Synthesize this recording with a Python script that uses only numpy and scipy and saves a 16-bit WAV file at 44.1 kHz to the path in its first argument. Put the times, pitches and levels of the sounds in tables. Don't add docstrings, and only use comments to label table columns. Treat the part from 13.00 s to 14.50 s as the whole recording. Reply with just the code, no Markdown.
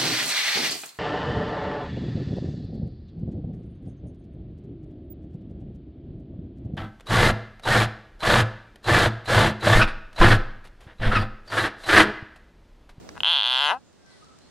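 import sys
import numpy as np
from scipy import signal
from scipy.fft import rfft, irfft, next_fast_len
from scipy.io import wavfile
from scipy.ndimage import uniform_filter1d, minimum_filter1d

SR = 44100
rng = np.random.default_rng(int(sys.argv[2]) if len(sys.argv) > 2 else 0)


def pcm_store(signal):
    levels = np.round(np.clip(np.atleast_2d(signal), -1, 1) * 32767)
    wavfile.write(sys.argv[1], SR, levels.astype(np.int16).T)


N = 66150
TIME = np.arange(N) / SR
SHORT_TIME, SHORT_HZ = np.arange(2048) / SR, np.fft.rfftfreq(2048, 1 / SR)


def amp(db):
    return 10 ** (np.asarray(db) / 20)


def unit(x):
    return x / np.sqrt(np.mean(x ** 2) + 1e-20)


def pan(db):
    return amp([[db], [-db]])


def along(points, hz, column=1):
    table = np.array(points)
    return np.interp(np.log(hz + 1), np.log(table[:, 0] + 1), table[:, column])


def filtered(x, response):
    size = next_fast_len(N + SR // 4)
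    return irfft(rfft(x, size) * response(np.fft.rfftfreq(size, 1 / SR)), size)[..., :N]


def noise(colour):
    return unit(filtered(rng.standard_normal((2, N)), lambda hz: amp(along(colour, hz))))


def ringing(gain):
    cepstrum = irfft(np.log(np.maximum(gain, 1e-6)))
    half = cepstrum.shape[-1] // 2
    fold_forward = np.r_[1, np.full(half - 1, 2), 1, np.zeros(half - 1)]
    return np.exp(rfft(cepstrum * fold_forward))


def burst(colour, fade_s):
    puff = rng.standard_normal((2, len(SHORT_TIME))) * amp(-60 * SHORT_TIME / fade_s)
    puff /= np.linalg.norm(puff, axis=1, keepdims=True)
    return rfft(puff) * ringing(amp(along(colour, SHORT_HZ)))


def add(out, s, spectrum):
    start, fraction = divmod(s * SR, 1)
    delay = np.exp(-1j * np.pi * fraction * np.linspace(0, 1, spectrum.shape[-1]))
    wave = irfft(spectrum * delay)
    slot = out[:, int(start):int(start) + wave.shape[-1]]
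    slot += wave[:, :slot.shape[1]]


# (frequency [Hz], level [dB])
AIR_TONE = [(25, -20.5), (55, -2.5), (250, 1.5), (420, -5), (800, -12.5), (1400, -14), (2500, -19.5),
            (4000, -18), (5600, -20), (8000, -22.5), (10500, -35), (12500, -46), (15500, -83)]
# (frequency [Hz], likeness [-1 to 1])
AIR_LIKENESS = [(60, -0.21), (140, -0.59), (340, -0.38), (830, 0.49), (1980, 0.81), (4740, -0.11)]
BACKGROUND_PAN_DB = -0.93


def open_air():
    def shares(hz):
        angle = np.arccos(np.clip(along(AIR_LIKENESS, hz), -1, 1)) / 2
        return np.array([np.cos(angle), np.sin(angle)])
    same, opposite = filtered(noise(AIR_TONE), shares)
    return amp(-50) * pan(BACKGROUND_PAN_DB) * unit(np.array([same + opposite, same - opposite]))


# (frequency [Hz], level [dB])
RUMBLE_TONE = [(20, -27.5), (60, -4.5), (150, -5), (300, -6), (700, -9), (2000, -40)]


def rumble(start_db=-47.5, fade_db_per_s=9.5):
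    return noise(RUMBLE_TONE) * pan(BACKGROUND_PAN_DB) * amp(start_db - fade_db_per_s * TIME)


# (time [s], level [dB], lean to the left [dB], brightness [dB per octave])
STALK_TICKS = [(0.0905, -7.5, -2, 1), (.929, -27.5, 6, 11), (1.062, -23, 1, 8), (1.245, -27.5, 4, 13),
               (1.387, -23.5, -1, 13.5)]
# (frequency [Hz], level [dB])
STALK_TONE = [(300, -6.5), (900, -1.5), (1500, 9), (2200, -2.5), (4300, -7.5), (5800, -1), (7500, -17),
              (11000, -29), (15000, -49.5)]


def stalks(pivot_hz=4020):
    out = np.zeros((2, N))
    octaves = np.log2(np.maximum(SHORT_HZ, STALK_TONE[0][0]) / pivot_hz)
    for s, db, pan_db, tilt in STALK_TICKS:
        add(out, s, amp(db + tilt * octaves) * pan(pan_db) * burst(STALK_TONE, fade_s=0.013))
    return out


# (frequency [Hz], level [dB])
THROAT_OPEN = [(100, -44), (260, -28), (420, -22), (600, -9), (830, 0), (1000, -1), (1220, -6), (1450, -1),
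               (1650, -1.5), (2050, -3), (2500, -12), (3200, -22), (6000, -50), (14000, -100)]
# (frequency [Hz], level [dB])
THROAT_SHUT = [(100, -54), (260, -16.5), (520, -12.5), (700, 2.5), (790, 4.5), (900, 3), (1100, -8.5),
               (1350, -7), (1600, -10.5), (1900, -16.5), (2700, -23.5), (5000, -59), (14000, -86)]


def throat(s, db, half_shut_s=0.725, shutting_s=0.033):
    shut = np.clip((s - half_shut_s) / shutting_s + .5, 0, 1)
    tone_db = (1 - shut) * along(THROAT_OPEN, SHORT_HZ) + shut * along(THROAT_SHUT, SHORT_HZ)
    return amp(24 + db + tone_db) * pan(2.16)


# (frequency [Hz], level [dB])
RING_TONE = [(400, -82), (1500, -44), (2330, -9.5), (2600, -12), (2850, -4.5), (3100, -2.5), (3300, 1.5),
             (3500, 0.2), (3800, -7.5), (4400, -12), (4950, -30), (6000, -63), (8000, -55), (14000, -110)]
RING_HZ = 3306


def mouth_ring(s, db, ring_hz, broaden_s=0.14):
    cry_age = max(s - SNAP_RATE[0][0], 0)
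    sharpness = 1 + 0.42 * np.exp(-cry_age / broaden_s)
    tone_db = sharpness * along(RING_TONE, SHORT_HZ * RING_HZ / ring_hz)
    return np.sqrt(sharpness) * amp(25 + db + tone_db) * pan(0.37)


# (frequency [Hz], left level [dB], right level [dB])
TREBLE_TONE = [(498, -67.5, -70), (2500, -15.5, -22), (4430, 8.5, 12), (5500, 0.5, 2), (7090, -4.5, -3),
               (8200, -11, -11), (10150, -1.5, -11), (10500, -2.5, -8.5), (11800, -1.5, -25.5),
               (12320, -11.5, -34), (13200, -17, -38), (15500, -44.5, -63.5)]


def treble(db, ring_hz, follow_share=0.73, flicker_db=4):
    flicker = unit(uniform_filter1d(rng.standard_normal((2, len(SHORT_HZ))), size=24))
    shifted_hz = SHORT_HZ * (RING_HZ / ring_hz) ** follow_share
    tone_db = np.array([along(TREBLE_TONE, shifted_hz, column) for column in (1, 2)])
    return amp(20 + db + flicker_db * flicker + tone_db)


# (time [s], frequency [Hz])
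NOTCH_SLIDE = [(.3, 7770), (.48, 7602), (.62, 6000), (.68, 5370), (.712, 4520), (.728, 3620), (.74, 2190)]
# (frequency [times the notch frequency], level [dB])
NOTCH_SHAPE = [(.7, -1), (.87, 2.5), (1, -8), (1.16, 3.5), (1.4, -1), (1.7, -1.5), (2.3, -3.5)]
# (frequency [Hz], width [Hz], depth [dB])
TONE_DIPS = [(1830, 95, 13), (2270, 170, 12)]


def snap(s, throat_db, ring_db, treble_db, ring_hz):
    power = throat(s, throat_db) ** 2 + mouth_ring(s, ring_db, ring_hz) ** 2
    power += treble(treble_db, ring_hz) ** 2
    notch_hz = np.interp(s, *np.transpose(NOTCH_SLIDE))
    notch_db = np.interp(SHORT_HZ / notch_hz, *np.transpose(NOTCH_SHAPE))
    dips_db = sum(depth * np.exp(-((SHORT_HZ - hz) / width) ** 2) for hz, width, depth in TONE_DIPS)
    return ringing(amp(notch_db - dips_db) * np.sqrt(power))


# (time [s], throat level [dB], ring level [dB], treble level [dB], ring pitch [Hz])
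THROAT_CLICKS = [(0.1547, -34, -58, -56, 2890), (0.165, -30, -66, -66, 2900),
                 (0.1711, -25.5, -55, -67, 2900), (0.1783, -23.5, -33.5, -48.5, 2720),
                 (0.2047, -22.5, -12, -40.5, 3005)]


def clicks():
    out = np.zeros((2, N))
    for s, *shape in THROAT_CLICKS:
        add(out, s, snap(s, *shape))
    return out


# (frequency [Hz], level [dB])
REED_ECHO = [(150, -23), (900, -9.5), (3000, -16), (6000, -22), (9500, -13.5), (15000, -34)]
# (frequency [Hz], level [dB])
LITTER_ECHO = [(500, -37), (3000, -24.5), (6000, -5.5), (9500, -0.5), (12000, -5), (15000, -19.5)]


def bank_echo():
    return irfft(burst(REED_ECHO, fade_s=0.0594) + burst(LITTER_ECHO, fade_s=0.014))


# (time [s], rate [snaps per s])
SNAP_RATE = [(0.2335, 61.7), (0.25, 106.1), (0.275, 160.6), (0.31, 175.8), (0.345, 149.3), (0.385, 129.2),
             (0.422, 94.1), (0.452, 121.6), (0.5, 127.0), (0.585, 130.3), (0.61, 144.0), (0.645, 145.2),
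             (0.685, 150.2), (0.71, 185.4), (0.74, 246.8), (0.79, 276.9)]
# (time [s], throat level [dB], ring level [dB], treble level [dB], ring pitch [Hz])
CRY_COURSE = [(0.2335, -8.5, 2, -31.5, 3094), (0.27, -8.5, 3, -31.5, 3184), (0.33, -9, 3, -31.5, 3257),
              (0.42, -9, 2, -33, 3285), (0.5, -9, 0.5, -29, 3290), (0.58, -4, 2.5, -26, 3230),
              (0.659, -1, 1, -25.2, 3120), (0.7, 0.8, -3.5, -24, 2890), (0.718, 1.9, -9, -31.4, 2790),
              (0.742, -7.5, -32.5, -41.5, 2930), (0.771, -16, -58, -59.5, 2840),
              (0.789, -36.5, -50.5, -62, 3200)]


def cry(jitter_s=.00004, shimmer_db=0.41):
    out = np.zeros((2, N))
    rate_times, rates = np.transpose(SNAP_RATE)
    t = np.arange(rate_times[0], rate_times[-1], 1 / SR)
    cycles = np.cumsum(np.interp(t, rate_times, rates)) / SR
    snap_times = np.interp(np.arange(int(cycles[-1]) + 1), cycles, t)
    course_times, *columns = np.transpose(CRY_COURSE)
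    for s in snap_times:
        shape = [np.interp(s, course_times, column) for column in columns]
        add(out, s + jitter_s * rng.normal(), amp(shimmer_db * rng.normal()) * snap(s, *shape))
    return out


# (time [s], length [s], pitch [Hz], glide [Hz per s], blur width [Hz], level [dB])
BIRD_NOTES = [(.82, .11, 6900, 0, 1100, -64), (.97, .28, 1610, -500, 50, -59),
              (1.0, .12, 5400, 0, 400, -65), (1.04, .15, 2070, -950, 60, -58),
              (1.10, .04, 4100, 0, 400, -58), (1.205, .05, 1240, 500, 130, -50),
              (1.23, .16, 1300, -100, 220, -55), (1.39, .11, 4080, 2400, 300, -60)]


def birds():
    out = np.zeros((2, N))
    for s, length, hz, glide, width, db in BIRD_NOTES:
        age = TIME - s
        blur = filtered(rng.standard_normal((2, 2, N)), lambda f: np.exp(-(2 * f / width) ** 2))
        phase = 2 * np.pi * (hz + glide * age / 2) * age
        note = unit(blur[0] * np.cos(phase) + blur[1] * np.sin(phase))
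        swell = np.sin(np.pi * np.clip(age / length, 0, 1))
        out += amp(db + 0.5) * note * swell
    return out


# (time [s], level [dB])
RUSTLE_LEVEL = [(.95, -86), (1.11, -51.5), (1.25, -55.5), (1.32, -63), (1.4, -62.5), (1.5, -76)]
# (frequency [Hz], level [dB])
LEAF_TONE = [(100, -5), (500, 8.5), (1500, -1), (2600, -3), (4300, 4.5), (7000, -8), (9000, -4),
             (11000, -18.5), (15000, -40.5)]


def leaves():
    return noise(LEAF_TONE) * amp(np.interp(TIME, *np.transpose(RUSTLE_LEVEL)))


def scene():
    bank = open_air() + leaves() + rumble() + birds() + stalks()
    echo = bank_echo()
    frog = clicks() + cry()
    return bank + frog + signal.fftconvolve(frog, echo, axes=1)[:, :N]


def record(dry, ceiling_db=-7.5, release_db_per_s=6.5, top_hz=16000):
    peak_db = 20 * np.log10(np.abs(dry).max(axis=0) + 1e-9)
    over_db = np.maximum(peak_db - ceiling_db, 0)
    release_db = release_db_per_s * TIME
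    duck_db = np.maximum.accumulate(over_db + release_db) - release_db
    gain = uniform_filter1d(minimum_filter1d(amp(-duck_db), size=89), size=89)
    return filtered(dry * gain, lambda hz: hz < top_hz)


dry = scene()
out = record(dry)
pcm_store(out)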